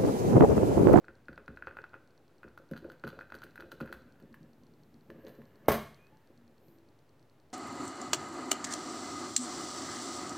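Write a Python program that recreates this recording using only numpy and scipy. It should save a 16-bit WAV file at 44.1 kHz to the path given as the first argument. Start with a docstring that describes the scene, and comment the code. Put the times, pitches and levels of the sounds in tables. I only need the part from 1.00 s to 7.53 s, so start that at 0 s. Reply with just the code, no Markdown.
"""A plastic ink pad dabs a rubber stamp on an acrylic plate; the plate is lifted and a lid clacks shut.
Case, plate, desk and lid are banks of decaying modes set ringing by blows; ink snaps are noise bursts.
Handling is dense random contacts into the same modes, a sleeve swishes as swelling noise, faint tones glide.
Close to the microphone a small mechanism ticks about ten times a second; behind it lies quiet room noise."""
import sys
import numpy as np
from scipy import signal
from scipy.fft import rfft, irfft, next_fast_len
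from scipy.io import wavfile

SR = 44100
rng = np.random.default_rng(int(sys.argv[2]) if len(sys.argv) > 2 else 0)


def transcribe(signal):
    """Save signal, clipped to [-1, 1], as a 16-bit WAV file at the path in sys.argv[1]."""
    frames = np.atleast_2d(signal).T
    limited = np.clip(frames, -1, 1)
    pcm = np.round(limited * 32767).astype(np.int16)
    wavfile.write(sys.argv[1], SR, pcm)


N = 287953  # length in samples

# pad case clicks that stand out: t/s, case level/dB, rattle level/dB, ink snap level/dB
CLICKS = [(.0432, -45, -67, -82), (.0825, -36, -62, -79), (0.2834, -33, -58, -72), (0.3292, -43, -59, -75),
          (0.3775, -35, -58, -76), (0.4795, -31.5, -55, -72), (.572, -35, -59, -75),
          (0.6231, -30, -65, -74), (.671, -30.5, -57, -75), (.681, -33, -76, -80), (0.71, -41, -73, -84),
          (0.7692, -31, -58.5, -71), (.7872, -32.5, -82, -77), (0.8402, -33, -56, -77),
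          (0.9336, -44, -80, -81), (0.9413, -35.5, -76, -84), (0.9492, -42.5, -77, -80),
          (1.4313, -36.5, -66, -75), (1.4408, -41.5, -72, -86), (1.479, -44.5, -76, -82),
          (1.576, -38, -57, -67.5), (1.7126, -44.5, -67, -59), (1.735, -35.5, -53, -92),
          (1.7617, -40, -58, -77), (1.7659, -41, -50, -69), (1.7759, -42, -47.5, -63),
          (1.8435, -42.5, -66, -73), (1.8997, -39.5, -54.5, -71), (1.9182, -45, -54.5, -66),
          (2.0383, -29, -53, -68), (2.045, -50, -56, -75), (2.0488, -60, -51, -77), (2.0693, -36, -61, -62),
          (2.0761, -36, -44, -59), (2.0892, -51, -48, -64), (2.1026, -47, -50, -77), (2.129, -44, -75, -77),
          (2.19, -33, -54, -71), (2.2099, -35.5, -57, -75), (2.219, -40, -70, -77),
          (2.3012, -44.5, -63, -78), (2.3215, -31, -51, -70), (2.3424, -36.5, -53, -64),
          (2.351, -41, -48.5, -59), (2.3656, -42, -68, -88), (2.419, -39, -51, -66), (2.432, -38, -68, -74),
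          (2.437, -42, -48, -56.5), (2.466, -48, -73, -81), (2.5569, -40.5, -58, -60.5),
          (2.5775, -35.5, -64, -78), (2.5993, -39, -55, -74), (2.6055, -38.5, -48.5, -62),
          (2.6227, -38, -71, -82), (2.7173, -37, -45, -54.5), (2.7217, -39, -58, -78),
          (2.8032, -36.5, -65, -61), (2.8079, -30, -55, -64), (2.813, -42, -48, -81),
          (2.8308, -44, -76, -83), (2.8583, -40.5, -66, -65), (2.8756, -40, -62, -83),
          (2.8917, -47, -69, -81), (2.9261, -30.5, -44, -53), (2.9696, -50.5, -76, -78)]
# pad or hand pushing the plate: t/s, thump level/dB, knock level/dB, desk level/dB
THUDS = [(.086, -57, -49, -52), (0.287, -42, -48, -44.5), (.316, -56, -51.5, -66), (.381, -65, -50.5, -72),
         (.482, -39.5, -53, -41.5), (0.672, -57.5, -45.5, -50), (.788, -62, -51, -75), (.95, -62, -53, -75),
         (1.443, -46, -47, -49), (1.598, -76, -47, -77), (1.712, -31, -38, -46), (1.823, -74, -46, -84),
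         (1.847, -62, -37.5, -59), (1.907, -55, -53, -78), (2.0407, -32.5, -36.5, -41),
         (2.128, -66, -45.5, -61), (2.172, -60, -46.5, -58), (2.206, -74, -54, -67),
         (2.318, -54, -52.5, -46), (2.344, -52, -49.5, -73), (2.442, -55, -49, -59),
         (2.59, -54, -48.5, -53), (2.63, -65, -45.5, -49), (2.656, -74, -57, -58), (2.725, -55, -48, -65),
         (2.758, -59, -67, -55), (2.8088, -31.5, -37.5, -41), (2.899, -66, -45, -60), (2.93, -60, -55, -46),
         (3.216, -49, -52.5, -52), (3.289, -48, -85, -53), (3.402, -44.5, -66, -74), (3.445, -54, -62, -59),
         (3.6, -53, -72, -65), (3.8, -63, -61.5, -68), (3.939, -50, -70, -67), (4.096, -60, -42.5, -61),
         (4.156, -52, -50, -69), (4.179, -52, -76, -61), (4.245, -69, -44, -70), (4.266, -42.5, -52, -72),
         (4.383, -42.5, -49, -69), (5.118, -57, -64, -79), (5.299, -58, -56, -81.5), (5.476, -66, -63, -78),
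         (5.613, -77, -57.5, -78.5), (5.678, -52.5, -62, -80), (5.878, -61, -67, -71)]
# plate knocked and lifted at its hinge: t/s, knock level/dB, rattle level/dB, snap level/dB
KNOCKS = [(3.2, -62, -67, -72), (3.3424, -45, -69, -64.5), (4.1021, -45, -56.5, -65.5),
          (4.2673, -54.5, -49.5, -89), (4.272, -56, -52.5, -97.5), (4.2817, -53, -65, -60),
          (4.2928, -58, -57.5, -68), (4.4178, -53, -68, -71)]
# modes of the pad case: f/Hz, level/dB, t60/s
CASE = [(1040, -13, 0.0094), (1380, -12.5, 0.0039), (1408, 4, 0.0098), (1533, 3, 0.014),
        (1995, -2.5, 0.0045), (2000, -11.5, 0.0045), (2526, -15.5, 0.018), (3460, -39, 0.0032)]
# modes of the hinge: f/Hz, level/dB, t60/s
HINGE = [(1034, -1.5, 0.016), (1722, 4, 0.012), (2930, -2.5, 0.0053)]
# modes of the free plate, four low ones that thump, then those that knock: f/Hz, level/dB, t60/s
PLATE = [(131.5, -8, 0.13), (160.6, -4.5, 0.17), (229.4, 0, 0.14), (290, 3.5, 0.034), (343.8, -1, 0.096),
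         (420.4, -5, 0.19), (526.5, 1.5, 0.081), (725, -8.5, 0.0429), (887, -10.5, .03)]
LOW_MODES = 4
# noise colour of cracks and snaps: f/Hz, level/dB per Hz
CRACK = [(1500, -4), (2500, -0.5), (3400, -0.5), (5500, -8), (7500, -12), (10500, -7.5), (12000, -3),
         (13200, 1), (15500, -8), (16500, -31)]


def dabbing():
    """Case and hinge click; each push excites the plate's low and high modes and the desk beneath."""
    # modes of the desk: f/Hz, level/dB, t60/s
    desk_modes = [(60.4, -7, 0.42), (94.2, -4.5, 0.65)]
    s, thump_db, knock_db, desk_db = np.transpose(THUDS)
    thump = strike(s, thump_db, PLATE[:LOW_MODES], soft_s=0.0037)
    knock = strike(s, knock_db, PLATE[LOW_MODES:], soft_s=0.0014)
    desk = strike(s, desk_db, desk_modes, soft_s=0.012)
    return case_clicks() + contacts(KNOCKS, HINGE) + thump + knock + desk


def case_clicks():
    """Each case click that stands out is trailed by two weak ones at random short delays."""
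    delay_min_s, delay_max_s = .005, .025
    loss_db, spread_db = 21, 5
    rows = np.array(CLICKS)
    all_rows = [rows]
    for _ in range(2):
        delay_s = rng.uniform(delay_min_s, delay_max_s, len(rows))
        change_db = rng.uniform(-spread_db, spread_db, len(rows)) - loss_db
        all_rows.append(rows + np.c_[delay_s, np.outer(change_db, [1, 1, 1])])
    return contacts(np.vstack(all_rows), CASE)


def contacts(rows, body):
    """A body rings, its loose parts rattle, the surfaces part with a snap."""
    # modes of the loose parts: f/Hz, level/dB, t60/s
    rattle_modes = [(2950, 0, 0.0065), (3535, -8, 0.014), (4027, -8, 0.028), (4570, -7, 0.021),
                    (6260, -5.5, 0.0033)]
    s, body_db, rattle_db, snap_db = np.transpose(rows)
    knock = strike(s, body_db, body, soft_s=0.00022)
    rattle = strike(s, rattle_db, rattle_modes, soft_s=.00005)
    return knock + rattle + bursts(s, snap_db, CRACK, t60=0.044)


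def lid():
    """Hard landings ring the lid's modes, each with a bright crack and a rough shudder after it."""
    # landing and bouncing: t/s, body level/dB, crack level/dB, shudder level/dB
    clacks = [(4.6828, -25.5, -36.5, -45), (4.6844, -22.5, -40.5, -25), (4.7178, -27.5, -37, -33),
              (4.7405, -41, -49, -42)]
    # modes of the free lid: f/Hz, level/dB, t60/s
    lid_modes = [(143.4, -27.5, 0.64), (220, -2.5, 0.17), (302, -15, 0.17), (410, -1.5, 0.078),
                 (500, -6.5, 0.12), (594, 1.5, 0.019), (755, -7, 0.039), (856, -5, 0.015),
                 (1016, -2, 0.017), (1120, -4.5, 0.076), (1396, -7.5, 0.014), (1586, -9.5, 0.046),
                 (1900, -0.5, 0.0033), (2168, -10, 0.099), (3120, -32.5, 0.029), (6270, -27, 0.087)]
    # air squeezed out as the faces meet: t/s
    slap_s = [4.6845]
    # the same air, as one broad pulse: f/Hz, level/dB, t60/s
    slap_mode = [(680, 0, .005)]
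    slap_db = 2.5
    shudder_rise_s, shudder_t60_s = 0.0017, 0.17
    settle_db, settle_t60_s = -51, 0.65
    graze_s, graze_db, graze_rise_s = 4.635, -57, .015
    s, body_db, crack_db, shudder_db = np.transpose(clacks)

    blows = strike(s, body_db, lid_modes, soft_s=0.00015)
    blows = blows + strike(slap_s, slap_db, slap_mode, soft_s=0.00067)
    # too small to radiate deep bass
    blows = signal.lfilter(*signal.butter(1, 110, "high", fs=SR), blows)

    shudder = swell(s, shudder_db, shudder_rise_s, shudder_t60_s)
    # after the last bounce it settles more slowly
    settling = swell(s[-1:], settle_db, shudder_rise_s, settle_t60_s)
    before_landing = np.arange(N) < s[0] * SR
    graze = swell([graze_s], graze_db, graze_rise_s, t60=0.94) * before_landing
    # contact damps the long rings; the tilt is in dB per octave about 500 Hz
    pressed = [(hz, db + 0.97 * np.log2(hz / 500), min(t60, .035)) for hz, db, t60 in lid_modes]
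    rough = grains(1500, pressed, uneven_db=3.0, from_s=graze_s)
    return blows + (shudder + settling + graze) * rough + bursts(s, crack_db, CRACK, t60=0.13)


def handling():
    """Moving hands keep the plate's low modes murmuring, scuff its higher ones and make the case chatter."""
    # hands between the pushes: t/s, low rumble level/dB, scuff level/dB, case or hinge chatter level/dB
    hands = [(0, -75, -61.5, -89), (.25, -73, -93, -85), (.6, -73, -60.5, -91), (.85, -69.5, -75, -98),
             (1.13, -76, -76, -77), (1.4, -83, -81, -88), (2.3, -68.5, -77, -70), (2.7, -64, -78, -83),
             (3.06, -61.5, -72, -70.5), (3.45, -66.5, -76, -82.5), (4.05, -64, -84, -100),
             (4.15, -58, -77, -73), (4.27, -75, -57, -69.5), (4.5, -69.5, -71.5, -76.5),
             (4.66, -63, -64, -71.5), (5.1, -78, -76.5, -76.5), (5.45, -75.5, -88, -85),
             (5.9, -74.5, -80, -104), (6.4, -87.5, -99.5, -102), (6.53, -76.5, -76, -95)]
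    # rub left by a thump: level against the blow/dB, rise/s, t60/s
    rumble_rub = (-8.5, 0.016, 0.14)
    # rub left by a knock: level against the blow/dB, rise/s, t60/s
    scuff_rub = (-10, 0.011, 0.22)
    # rub left by a case click or hinge knock: level against the blow/dB, rise/s, t60/s
    chatter_rub = (-27.5, 0.0034, 0.18)
    pad_down_s = 3.25
    low, scuff, chatter = along(hands)
    s, thump_db, knock_db, _ = np.transpose(THUDS)
    low = low + after(s, thump_db, rumble_rub)
    scuff = scuff + after(s, knock_db, scuff_rub)
    s, case_db, *_ = np.transpose(CLICKS + KNOCKS)
    chatter = chatter + after(s, case_db, chatter_rub)

    damped = [(hz, db, t60 * 0.46) for hz, db, t60 in PLATE]  # fingers damp the plate
    murmur = low * grains(300, damped[:LOW_MODES], uneven_db=2.0)
    scrape = scuff * grains(600, damped[LOW_MODES:], uneven_db=2.5)
    case_rub = grains(230, CASE, uneven_db=1.0)
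    hinge_rub = grains(2100, HINGE, uneven_db=2.0, from_s=pad_down_s)
    pad_in_hand = np.arange(N) < pad_down_s * SR  # afterwards only the hinge rubs
    return murmur + scrape + chatter * np.where(pad_in_hand, case_rub, hinge_rub)


def after(times, db, rub):
    """The rub that follows a set of blows, as a gain."""
    against_blow_db, rise_s, t60 = rub
    return swell(times, db + against_blow_db, rise_s, t60)


def sleeve():
    """Wool brushing past: bright noise, each pass a soft swell."""
    # noise colour of the wool: f/Hz, level/dB per Hz
    wool_colour = [(8000, -28.5), (10500, -19), (11700, -5.5), (13400, 0), (15100, -10), (16000, -32)]
    # passes: middle t/s, half length/s, level/dB
    passes = [(2.404, 1, -92), (2.95, .05, -87), (3.6, 0.74, -95), (4.296, 0.088, -78.5),
              (4.704, 0.75, -85), (5.697, 0.077, -77)]
    t = np.arange(N) / SR
    gain = sum(amp(db) * np.exp(-((t - s) / half) ** 2) for s, half, db in passes)
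    return coloured(wool_colour) * gain


def tones():
    """Faint wavering tones: short soft-edged sine glides."""
    # glides: t/s, length/s, start f/Hz, end f/Hz, level before the roughness/dB
    glides = [(4.977, .12, 2410, 2550, -67.5), (5.1, .11, 840, 897, -69), (5.226, 0.043, 1810, 1800, -76.5),
              (5.338, .18, 238.6, 234.3, -61), (5.657, 0.2, 335, 330, -62)]
    t, out = np.arange(N) / SR, 0
    for s, length, start_hz, end_hz, db in glides:
        part = np.clip((t - s) / length, 0, 1)
        phase = 2 * np.pi * np.cumsum(start_hz + (end_hz - start_hz) * part) / SR
        edges = np.sqrt(np.sin(np.pi * part).clip(0))
        out = out + amp(db) * edges * np.sin(phase)
    return out * amp(3.5 * drift(71))  # rough, as a rubbing joint is


def ticks():
    """A steady tick that sometimes skips or strays, too near the microphone to stir the room."""
    # ticks between the steady ones: t/s, level/dB
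    stray = [(.3282, -63), (.818, -54), (.8936, -58), (1.1075, -57.5), (2.3872, -49), (2.392, -54),
             (3.6677, -55), (3.835, -54.5), (4.0098, -57), (4.9452, -47), (6.2276, -54.5)]
    # places in the steady row that stay silent: index
    skipped = [7, 8, 9, 23, 37, 39, 40, 48]
    # modes of the mechanism: f/Hz, level/dB, t60/s
    tick_modes = [(4330, -5, 0.0077), (5850, -9.5, 0.0063), (7940, -10.5, 0.003)]
    start_s, period_s, steady_db = .0514, .1024, -55
    steady = np.delete(np.arange(start_s, N / SR, period_s), skipped)
    s, db = np.transpose([(s, steady_db) for s in steady] + stray)
    return strike(s, db, tick_modes, soft_s=.00003)


def room(x):
    """Diffuse tail: octave bands of noise, each dying at its own rate, building over the first ms."""
    # decay of the room: f/Hz, t60/s
    room_t60 = [(60, 0.53), (250, 0.23), (1000, 0.43), (3000, 0.54), (8000, 0.35), (14000, 0.082)]
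    t, tail = np.arange(SR) / SR, 0
    for low_hz in 40 * 2 ** np.arange(0, 8.6):
        edges_hz = [low_hz, min(2 * low_hz, .45 * SR)]
        sos = signal.butter(2, edges_hz, "band", fs=SR, output="sos")
        band = signal.sosfilt(sos, rng.standard_normal(SR))
        tail = tail + band * amp(-60 * t / at_hz(room_t60, 0.85 * low_hz))
    tail = tail * (1 - np.exp(-t / 0.00067))
    return signal.fftconvolve(x, tail / np.sqrt(np.sum(tail ** 2)))[:N]


def room_air():
    """The quiet room: steady noise, strongest in the bass."""
    # noise colour of the room: f/Hz, level/dB per Hz
    air_colour = [(15, -46), (25, -2), (35, -4.5), (49, -16), (84, -5), (130, -1), (189, -11.5), (324, -6),
                  (3050, -29.5), (4330, -32), (5090, -34.5), (8970, -40), (13800, -40), (15800, -40.5)]
    return amp(-65.5) * coloured(air_colour)


def side_hiss():
    """Faint noise that enters the two channels with opposite sign."""
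    # noise colour of the hiss: f/Hz, level/dB per Hz
    hiss_colour = [(18, -47), (30, -13.5), (124, -6.5), (392, -3), (1450, -9), (3190, -16.5), (13900, -29),
                   (15800, -17)]
    return amp(-81.0) * coloured(hiss_colour)


def strike(times, db, modes, soft_s):
    """Each blow drives every mode with a slightly different strength; a soft contact lasts longer, duller."""
    spread_db = 1.5
    at, out = np.round(np.asarray(times) * SR).astype(int), np.zeros(N)
    first = at.min()
    chance = rng.standard_normal((len(at), len(modes)))
    for k, (hz, level_db, t60) in enumerate(modes):
        push = np.zeros(N)
        push[at] = amp(db + level_db + spread_db * chance[:, k]) * (-1) ** k
        out[first:] += ring(push[first:], hz, t60)
    # half-sine pulse of contact force
    contact = np.sin(np.pi * np.clip(np.arange(1, 900) / (soft_s * SR + 2), 0, 1))
    return signal.oaconvolve(out, contact / contact.sum())[:N]


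def ring(push, hz, t60):
    """A two-pole resonator: a unit click sets a decaying sine ringing from height 1."""
    r, w = amp(-60 / (max(t60, .001) * SR)), 2 * np.pi * hz / SR
    return signal.lfilter([0, np.sin(w)], [1, -2 * r * np.cos(w), r * r], push + 1e-18)


def grains(rate, modes, uneven_db, from_s=0):
    """Dense random contacts (rate per second) of uneven size ring the modes from from_s on, there at rms 1."""
    first = int(from_s * SR)
    hits = rng.random(N) < rate / SR
    size = amp(uneven_db * np.minimum(rng.exponential(1, N), 4))
    push = hits * size * rng.choice([-1, 1], N)
    rings = sum(amp(db) * ring(push[first:], hz, t60) * (-1) ** k for k, (hz, db, t60) in enumerate(modes))
    return np.r_[np.zeros(first), rms_one(rings)]


def impulses(times, db):
    """One sample of the given level at each time."""
    push = np.zeros(N)
    push[np.round(np.asarray(times) * SR).astype(int)] = amp(db)
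    return push + 1e-18


def bursts(times, db, spectrum, t60):
    """Noise that starts at each time and dies away."""
    decay = amp(-60 / (t60 * SR))
    return coloured(spectrum) * signal.lfilter([1], [1, -decay], impulses(times, db))


def swell(times, db, rise_s, t60):
    """A gain that rises at each time and dies away."""
    lag, decay = np.exp(-1 / (rise_s * SR)), amp(-60 / (t60 * SR))
    return signal.lfilter([1 - lag], np.convolve([1, -lag], [1, -decay]), impulses(times, db))


def along(rows):
    """Columns of a table, joined in time, as gains."""
    s, *columns = np.transpose(rows)
    return [amp(np.interp(np.arange(N) / SR, s, c)) for c in columns]


def coloured(spectrum):
    """Noise with the given spectrum, rms 1."""
    size = next_fast_len(N)
    hz = np.fft.rfftfreq(size, 1 / SR)
    shaped = rfft(rng.standard_normal(size)) * amp(at_hz(spectrum, hz))
    return rms_one(irfft(shaped, size)[:N])


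def drift(rate):
    """Random wander below the given rate in Hz, rms 1."""
    sos = signal.butter(2, rate, fs=SR, output="sos")
    return rms_one(signal.sosfilt(sos, rng.standard_normal(N + SR))[SR:])  # filter start-up dropped


def at_hz(points, hz):
    """Read a table on a log-frequency axis."""
    table_hz, values = np.transpose(points)
    return np.interp(np.log(np.maximum(hz, 1)), np.log(table_hz), values)


def rms_one(x):
    """Scale to rms 1."""
    return x / np.sqrt(np.mean(x ** 2) + 1e-20)


def amp(db):
    """dB to gain."""
    return 10 ** (np.asarray(db) / 20)


def scene():
    """The channels are nearly one; only a faint hiss differs between them."""
    pad, shut = dabbing(), lid()
    wet = room(amp(-8.5) * pad + amp(-7.0) * shut)
    mid = pad + shut + wet + handling() + sleeve() + tones() + ticks() + room_air()
    side = side_hiss()
    return np.array([mid + side, mid - side])


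def record(dry):
    """The microphone drops the deep bass; the top is cut; a small steady offset is added."""
    cutoff_hz, offset = 16866, -.0005
    thin = signal.sosfilt(signal.butter(4, 50, "high", fs=SR, output="sos"), dry)
    return signal.sosfilt(signal.cheby2(14, 60, cutoff_hz, fs=SR, output="sos"), thin) + offset


dry = scene()
out = record(dry)
transcribe(out)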